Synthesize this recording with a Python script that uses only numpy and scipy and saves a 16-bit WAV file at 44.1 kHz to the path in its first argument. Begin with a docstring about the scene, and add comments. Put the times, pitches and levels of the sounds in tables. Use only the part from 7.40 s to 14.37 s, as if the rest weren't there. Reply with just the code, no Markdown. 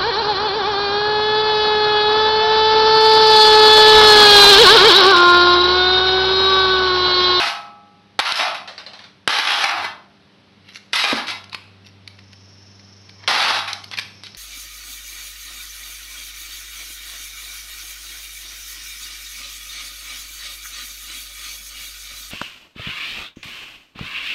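"""A sledgehammer smashes thin metal housings on a concrete drive. Each impact cracks and excites the
bending modes of the sheet metal, which rings and rattles while an automatic gain control holds it flat.
Loose parts bounce, tick and scrape, and a hollow box thuds once.
Behind it a machine hums in the outdoor air, and an insect starts to buzz."""
import sys
import numpy as np
from scipy import signal
from scipy.fft import rfft, irfft
from scipy.io import wavfile
from scipy.ndimage import uniform_filter1d

SR = 44100
rng = np.random.default_rng(int(sys.argv[2]) if len(sys.argv) > 2 else 0)


def materialize(psi):
    """Save the field psi as 16-bit PCM at rate SR to the path in sys.argv[1].

    A 1-D psi becomes a single channel; in a 2-D psi each row is a channel.
    """
    bounded = np.clip(np.atleast_2d(psi).T, -1, 1)
    quanta = np.round(bounded * 32767).astype(np.int16)
    wavfile.write(sys.argv[1], SR, quanta)


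N = 307377
TIME = np.arange(N) / SR
AGE = TIME[:SR]   # one second of ringing

# The housing's dense, weak modes. Each row: frequency in Hz, relative spectral density in dB.
SHEET_SPECTRUM = [(60, -42), (150, -27), (300, -22), (520, -17.5), (750, 2.5), (1200, 4), (2300, 2.5),
                  (3000, 2), (4300, 0), (5500, -5.5), (6500, -15), (8000, -20.5), (9500, -18.5),
                  (11000, -17)]


def from_db(db):
    """Decibels as an amplitude ratio."""
    return 10 ** (np.asarray(db) / 20)


def rms_one(x):
    """Normalisation to unit rms."""
    return x / np.sqrt(np.mean(x ** 2) + 1e-20)


def at_hz(points, hz):
    """Interpolation on a logarithmic frequency axis."""
    freqs, values = np.transpose(points)
    return np.interp(np.log(np.maximum(hz, 1)), np.log(freqs), values)


def tilted(hz, tilt, low_hz=600, high_hz=5000, pivot_hz=2000):
    """Spectral tilt: the gain of a midrange slope in dB per octave."""
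    return from_db(tilt * np.log2(np.clip(hz, low_hz, high_hz) / pivot_hz))


def wander(per_s, size):
    """Random modulation: straight lines between Gaussian values."""
    knots = rng.standard_normal(int(per_s * size / SR) + 2)
    return np.interp(np.arange(size) * per_s / SR, np.arange(len(knots)), knots)


def noise(spectrum, size, tilt=0, humps_db=0, hump_spacing_hz=170):
    """Random-phase noise of unit rms; chance resonances set one piece of metal apart from another."""
    hz = np.fft.rfftfreq(size, 1 / SR)
    phases = np.exp(2j * np.pi * rng.random(len(hz)))
    centres = np.arange(0, SR / 2, hump_spacing_hz)
    humps = humps_db * np.interp(hz, centres, rng.standard_normal(len(centres)))
    return rms_one(irfft(phases * from_db(at_hz(spectrum, hz) + humps) * tilted(hz, tilt), size))


def decay(t60):
    """Exponential damping: 60 dB down after t60 seconds."""
    return from_db(-60 * AGE / t60)


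def mode(hz, t60):
    """A normal mode: a damped sinusoid of random phase."""
    return np.sin(2 * np.pi * (hz * AGE + rng.random())) * decay(t60)


def add(track, s, sound):
    """Superposition: a sound joins the track at s seconds."""
    start = round(s * SR)
    part = sound[max(-start, 0):N - start]
    track[max(start, 0):max(start, 0) + len(part)] += part


def air(start_db=-55, rise_db_per_s=0.54):
    """Broadband ambient noise outdoors, slowly growing louder."""
    # Each row: frequency in Hz, relative spectral density in dB.
    spectrum = [(25, -15), (60, -5), (110, -2.5), (200, 2), (300, -7.5), (500, -8), (1000, -11.5),
                (2000, -13), (4000, -13.5), (5500, -20.5), (7000, -33), (11000, -33.5)]
    return from_db(start_db + rise_db_per_s * TIME) * noise(spectrum, N)


def machine_hum(pitch_hz=98.5, waver=0.00685, wavers_per_s=4, fundamental_db=3.0):
    """Periodic vibration gives a harmonic series: a wavering fundamental with weak overtones."""
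    # The overtones. Each row: harmonic number, level in dB.
    harmonics = [(2, -60.5), (3, -66.5), (4, -67)]
    # The fundamental's envelope. Each row: time in seconds, relative level in dB.
    levels = [(0.0, -67.5), (2.14, -66.5), (2.41, -53), (2.83, -81), (3.22, -59.5), (3.71, -81),
              (3.9, -55.5), (4.8, -52), (5.75, -54), (5.86, -51), (6.33, -52.5), (6.97, -57.5)]
    phase = 2 * np.pi * np.cumsum(pitch_hz * (1 + waver * wander(wavers_per_s, N))) / SR
    envelope = from_db(fundamental_db + np.interp(TIME, *np.transpose(levels)))
    overtones = sum(from_db(db) * np.sin(round(k) * phase) for k, db in harmonics)
    return np.sqrt(2) * (envelope * np.sin(phase) + overtones)


def insect(start_s=4.57, swell_s=.55, level_db=-52, throb_hz=23, depth=.28):
    """Amplitude modulation of a high, narrow noise band: a buzz that swells and holds."""
    # Each row: frequency in Hz, relative spectral density in dB.
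    spectrum = [(3500, -28), (4950, -5), (5330, 7), (5750, -2), (6600, -11.5), (8000, -39), (10500, -27)]
    swell = np.clip((TIME - start_s) / swell_s, 0, 1)
    throb = 1 + depth * np.sin(2 * np.pi * throb_hz * TIME)
    return from_db(level_db) * swell * throb * noise(spectrum, N)


def wall_reflections(x, wet_db=-9, t60=0.55, gap_s=.005):
    """Reverberation: diffuse reflections from nearby walls follow the direct sound."""
    tail = rng.standard_normal(SR) * decay(t60) * (AGE > gap_s)
    return x + from_db(wet_db) * signal.fftconvolve(x, tail / np.linalg.norm(tail))[:N]


def box_thud(start_s=3.728, noise_db=-17, t60=0.082, modes_db=-12, rise_s=0.0013):
    """A soft, heavy impact excites the low modes of a hollow box."""
    # Each row: frequency in Hz, relative level in dB, t60 in seconds.
    modes = [(136, -16, 0.069), (222, -9, 0.09), (285, 3.5, 0.035), (345, -26, 0.068), (437, -2.5, 0.043),
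             (600, 3.5, 0.023)]
    # The dull contact. Each row: frequency in Hz, relative spectral density in dB.
    spectrum = [(40, -39), (110, -19), (200, -7), (280, -1), (400, 3), (580, -4), (900, -4), (3000, -42)]
    out = np.zeros(N)
    boom = sum((-1) ** k * from_db(db) * np.sin(2 * np.pi * hz * AGE) * decay(mode_t60)
               for k, (hz, db, mode_t60) in enumerate(modes))
    contact = from_db(noise_db) * noise(spectrum, SR) * decay(t60)
    onset = 1 - np.exp(-AGE / rise_s)
    add(out, start_s, (from_db(modes_db) * boom + contact) * onset)
    return out


def clanks():
    """Strongly damped modes: a dropped hollow piece rings briefly at each of two touches."""
    # Each row: start in seconds, level in dB.
    touches = [(4.129, -33), (4.146, -28.5)]
    # Each row: frequency in Hz, relative level in dB, t60 in seconds.
    modes = [(880, -7, 0.042), (1052, 0.5, 0.053), (1173, -6, 0.068), (4350, -2, 0.079)]
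    out = np.zeros(N)
    for s, db in touches:
        add(out, s, from_db(db) * sum(from_db(level) * mode(hz, t60) for hz, level, t60 in modes))
    return out


def shards(tick_db=-5, tick_t60=0.017, scrape_db=-15, grain_db=6.0, grains_per_s=500):
    """Friction and impact: light pieces scrape unevenly as they tip, and tick at mid-stroke."""
    # Each row: tick time in seconds, relative level in dB, scrape half-width in seconds,
    # tilt in dB per octave.
    pieces = [(3.288, -29.5, 0.026, -3.5), (3.358, -23.5, 0.018, 1.5), (4.042, -28, .001, 2),
              (4.0962, -31, .001, 7), (4.13, -20.5, 0.0057, -1), (4.1466, -12, .002, 0),
              (4.47, -33.5, 0.016, 2.5), (4.6765, -20.5, 0.0012, 3.5), (4.7906, -32, .005, -4.5),
              (4.931, -29.5, 0.0053, 0), (5.3957, -37, .001, -3), (5.694, -29, 0.0034, -3),
              (5.833, -30.5, 0.028, -11.5), (6.3315, -9, 0.00088, 10), (6.4421, -20.5, 0.0031, 6.5),
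              (6.539, -16, 0.01, -5), (6.5737, -15, 0.0011, 7), (6.588, -9.5, 0.0084, -1),
              (6.867, -24, 0.0077, -1), (6.9483, -26.5, 0.0011, 6.5)]
    # Each row: frequency in Hz, relative spectral density in dB.
    spectrum = [(100, -45), (650, -22), (1000, -5), (1400, -6.5), (2200, 6.5), (3300, 2), (4500, 6),
                (6500, -10.5), (8000, -18.5), (11000, -14.5)]
    out = np.zeros(N)
    for s, db, half_width, tilt in pieces:
        add(out, s, from_db(db + tick_db) * noise(spectrum, SR, tilt, humps_db=-2) * decay(tick_t60))
        grain = rms_one(from_db(grain_db * wander(grains_per_s, SR)))
        stroke = np.exp(-.5 * ((AGE - .5) / half_width) ** 2)
        scrape = noise(spectrum, SR, tilt, humps_db=7) * grain * stroke
        add(out, s - .5, from_db(db + scrape_db) * scrape)
    return out


def skipping_part(start_s=1.2761, first_hop_s=.103, restitution=.825, level_db=-32, loss_db=2.22):
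    """Inelastic bouncing: a small steel part clinks on concrete, each hop shorter and weaker."""
    # Its strongest modes. Each row: frequency in Hz, relative level in dB, t60 in seconds.
    modes = [(3650, 2.5, 0.18), (4110, 7.5, 0.13), (4600, 8.5, 0.044), (4830, -11, 0.1)]
    # Its crowded modes. Each row: frequency in Hz, relative spectral density in dB.
    spectrum = [(200, -13), (480, -6.5), (620, 6.5), (850, 0), (1100, 0), (2000, 0.5), (3100, -2),
                (3900, 0.5), (4600, -2.5), (5500, -7.5), (7500, -21.5), (11000, -27)]
    out, s = np.zeros(N), start_s
    envelope = decay(t60=0.38) + from_db(-5) * decay(t60=0.0074)   # ring and snap
    for k in range(6):
        # every touch excites the modes in new proportions
        tones = sum(from_db(db + 3 * rng.standard_normal()) * mode(hz, t60) for hz, db, t60 in modes)
        clink = noise(spectrum, SR, humps_db=3.0) * envelope + from_db(-7) * tones
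        add(out, s, from_db(level_db - loss_db * k) * clink)
        s += first_hop_s * restitution ** k
    return out


def loose_plate(level_db=-23.5):
    """Free vibration: a loose plate rings out after the first blow."""
    # Each row: frequency in Hz, relative level in dB, t60 in seconds.
    modes = [(700, -10, 0.95), (821, -3, 1.2), (1167, -13, 1.25), (1301, 0, 0.96), (1525, -1, 0.13),
             (2526, -1, 0.58)]
    out = np.zeros(N)
    add(out, 0, from_db(level_db) * sum(from_db(db) * mode(hz, t60) for hz, db, t60 in modes))
    return out


def sheet_ring(tilt, sustain, modes_db=-8.0, detune=0.00402):
    """The housing's impulse response: strong modes over a dense wash, the treble damped fastest."""
    # The strong modes. Each row: frequency in Hz, relative level in dB.
    modes = [(712, -12), (818, 2.5), (886, -2), (1102, 2), (1290, 1), (1534, 3.5), (1624, -4.5),
             (1706, -3.5), (1819, -32.5), (1907, -64), (2040, 5.5), (2293, 2), (2535, 2), (2690, -1),
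             (3480, -2.5), (3856, 7)]
    # Each row: frequency in Hz, t60 in seconds at a sustain of 1.
    ring_times = [(200, 1), (800, 0.61), (2000, 0.43), (5000, 0.41), (11000, 0.37)]
    wash = rfft(noise(SHEET_SPECTRUM, SR, tilt, humps_db=2.5))
    hz = np.fft.rfftfreq(SR, 1 / SR)
    octave = np.round(np.log2(np.maximum(hz, 100)))
    dense = sum(irfft(wash * (octave == k), SR) * decay(sustain * at_hz(ring_times, 2 ** k))
                for k in np.unique(octave))
    pitches, levels = np.transpose(modes)
    pitches = pitches * (1 + detune * rng.standard_normal(len(pitches)))   # every dent retunes them
    gains = from_db(levels) / np.linalg.norm(from_db(levels)) * np.sqrt(2) * tilted(pitches, tilt)
    strong = sum(gain * mode(f, sustain * at_hz(ring_times, f)) for f, gain in zip(pitches, gains))
    return dense + from_db(modes_db) * strong


def rattle(length_s, per_s=600, spread_db=3.0, clump_db=4.5, clumps_per_s=35, fall_db_per_s=40):
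    """Intermittent contact: a buckled panel chatters in clumps of weakening impulses until it settles."""
    touches = (rng.random(SR) < per_s / SR) * rng.choice([-1, 1], SR)
    scatter_db = spread_db * np.minimum(rng.exponential(1, SR), 4)
    strengths = from_db(scatter_db + clump_db * wander(clumps_per_s, SR))
    settling = .5 - .5 * np.tanh((AGE - length_s) / 0.0051)
    return rms_one(touches * strengths) * from_db(-fall_db_per_s * AGE) * settling


def struck_panel(s, db, rattle_s, tilt, sustain, ring_db, snap_db, snap_t60=0.025):
    """Convolution: a struck panel rings, and each impulse of its rattle excites it again with a snap."""
    out = np.zeros(N)
    ring = sheet_ring(tilt, sustain)
    snap = noise(SHEET_SPECTRUM, SR, tilt) * decay(snap_t60)
    touch = ring / np.linalg.norm(ring) + from_db(snap_db) * snap / np.linalg.norm(snap)
    add(out, s, from_db(db + ring_db) * ring)
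    add(out, s, from_db(db) * signal.fftconvolve(rattle(rattle_s), touch))
    return out


def crack(db, tilt, t60):
    """A brief, hard contact radiates a broadband transient."""
    # Each row: frequency in Hz, relative spectral density in dB.
    spectrum = [(50, -36), (150, -1), (400, -0.5), (1200, 15.5), (2500, 6.5), (4000, 11), (6000, -10),
                (8000, -8), (11000, -15)]
    return from_db(db) * noise(spectrum, SR, tilt) * decay(t60)


def edge_knocks(ring_db=-22):
    """Stiff contact of a steel edge on concrete: a bright crack with little ring."""
    # Each row: start in seconds, level in dB.
    knocks = [(.7995, 10), (0.9222, 1), (2.1061, -2.5), (3.5263, -33), (3.911, -16), (6.514, -21),
              (6.595, -14.5), (6.8361, -22.5)]
    out = np.zeros(N)
    for s, db in knocks:
        add(out, s, crack(db, tilt=10.4, t60=0.0072))
        add(out, s, from_db(db + ring_db) * sheet_ring(tilt=4.5, sustain=0.83))
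    return out


def housing_landings(crack_db=-5):
    """Secondary impacts: the housing drops back with a softer crack; one panel rings and chatters."""
    # Each row: start in seconds, relative level in dB, rattle length in seconds, tilt in dB per octave.
    landings = [(0.851, -7, 0.099, .5), (.955, -13.5, 0.037, 4.5), (0.994, -12, 0.048, -2),
                (1.145, -28.5, 0.0088, 1), (2.0715, -5, 0.077, 0.5), (2.24, -10.5, .075, -2),
                (2.368, -24.5, 0.091, -2), (3.637, -18, 0.1, -0.5), (3.774, -24, 0.051, -1.5),
                (3.869, -27.5, 0.0476, 1.5), (6.004, -11, 0.062, -1), (6.276, -23, 0.012, 1.5),
                (6.517, -34, 0.0038, 1.5), (6.594, -44, 0.024, 11), (6.836, -38, 0.0072, 10.5)]
    out = np.zeros(N)
    for s, db, rattle_s, tilt in landings:
        add(out, s, crack(db + crack_db, tilt, t60=0.0074))
        out += struck_panel(s, db, rattle_s, tilt, sustain=0.83, ring_db=-2, snap_db=-2)
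    return out


def hammer_blows(panel_count=3):
    """Impulsive excitation: the hammer cracks on the housing and drives several panels at once."""
    # Each row: start in seconds, crack level in dB, panel level in dB, rattle length in seconds,
    # tilt in dB per octave.
    blows = [(-.15, 3, -12, 0.25, 0.5), (.791, -2.5, -4, 0.016, -1.4), (1.8759, 7.5, -3.5, 0.37, 1),
             (3.5312, -17.5, -19, 0.244, 4), (5.8766, -21, -9.5, 0.32, 0.45)]
    out = np.zeros(N)
    for s, crack_db, panel_db, rattle_s, tilt in blows:
        add(out, s, crack(crack_db, tilt, t60=0.045))
        panels = sum(struck_panel(s, panel_db, rattle_s, tilt, sustain=1.0, ring_db=-3.5, snap_db=-1)
                     for _ in range(panel_count))
        out += panels / np.sqrt(panel_count)   # incoherent sources add in power
    return out


def scene(panel_cut_hz=270):
    """Superposition of struck metal, reverberant debris and the outdoor background."""
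    metal = hammer_blows() + housing_landings() + edge_knocks() + loose_plate() + skipping_part()
    # thin panels radiate little bass
    metal = signal.sosfilt(signal.butter(2, panel_cut_hz, "high", fs=SR, output="sos"), metal)
    debris = wall_reflections(shards() + clanks() + box_thud())
    return (metal + debris + machine_hum() + air() + insect())[None]


def gain_control(x, threshold_db=-15.0, release_db_per_s=100, attack_s=0.0026):
    """Limiting: the gain drops quickly when the power passes a threshold, then climbs back steadily."""
    power = uniform_filter1d(x ** 2, size=88, origin=43)   # mean over the past 2 ms
    excess_db = np.maximum(10 * np.log10(np.maximum(power, 1e-12)) - threshold_db, 0)
    release_db = release_db_per_s * TIME
    reduction_db = np.maximum.accumulate(excess_db + release_db, axis=-1) - release_db
    pole = np.exp(-1 / (attack_s * SR))
    return x * from_db(-signal.lfilter([1 - pole], [1, -pole], reduction_db))


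def record(dry, ceiling=0.47, bass_cut_hz=72, top_cut_hz=11650):
    """Peaks that outrun the gain control clip; filters limit the bandwidth and notch the treble."""
    # Each row: centre frequency in Hz, width in Hz.
    treble_dips = [(7000, 1000), (8500, 900), (10000, 800), (12000, 1300)]
    x = np.clip(gain_control(dry), -ceiling, ceiling)
    x = signal.sosfilt(signal.butter(4, bass_cut_hz, "high", fs=SR, output="sos"), x)
    for hz, width in treble_dips:
        x = signal.lfilter(*signal.iirnotch(hz, hz / width, fs=SR), x)
    return signal.sosfilt(signal.ellip(12, .5, 70, top_cut_hz, fs=SR, output="sos"), x)


dry = scene()
out = record(dry)
materialize(out)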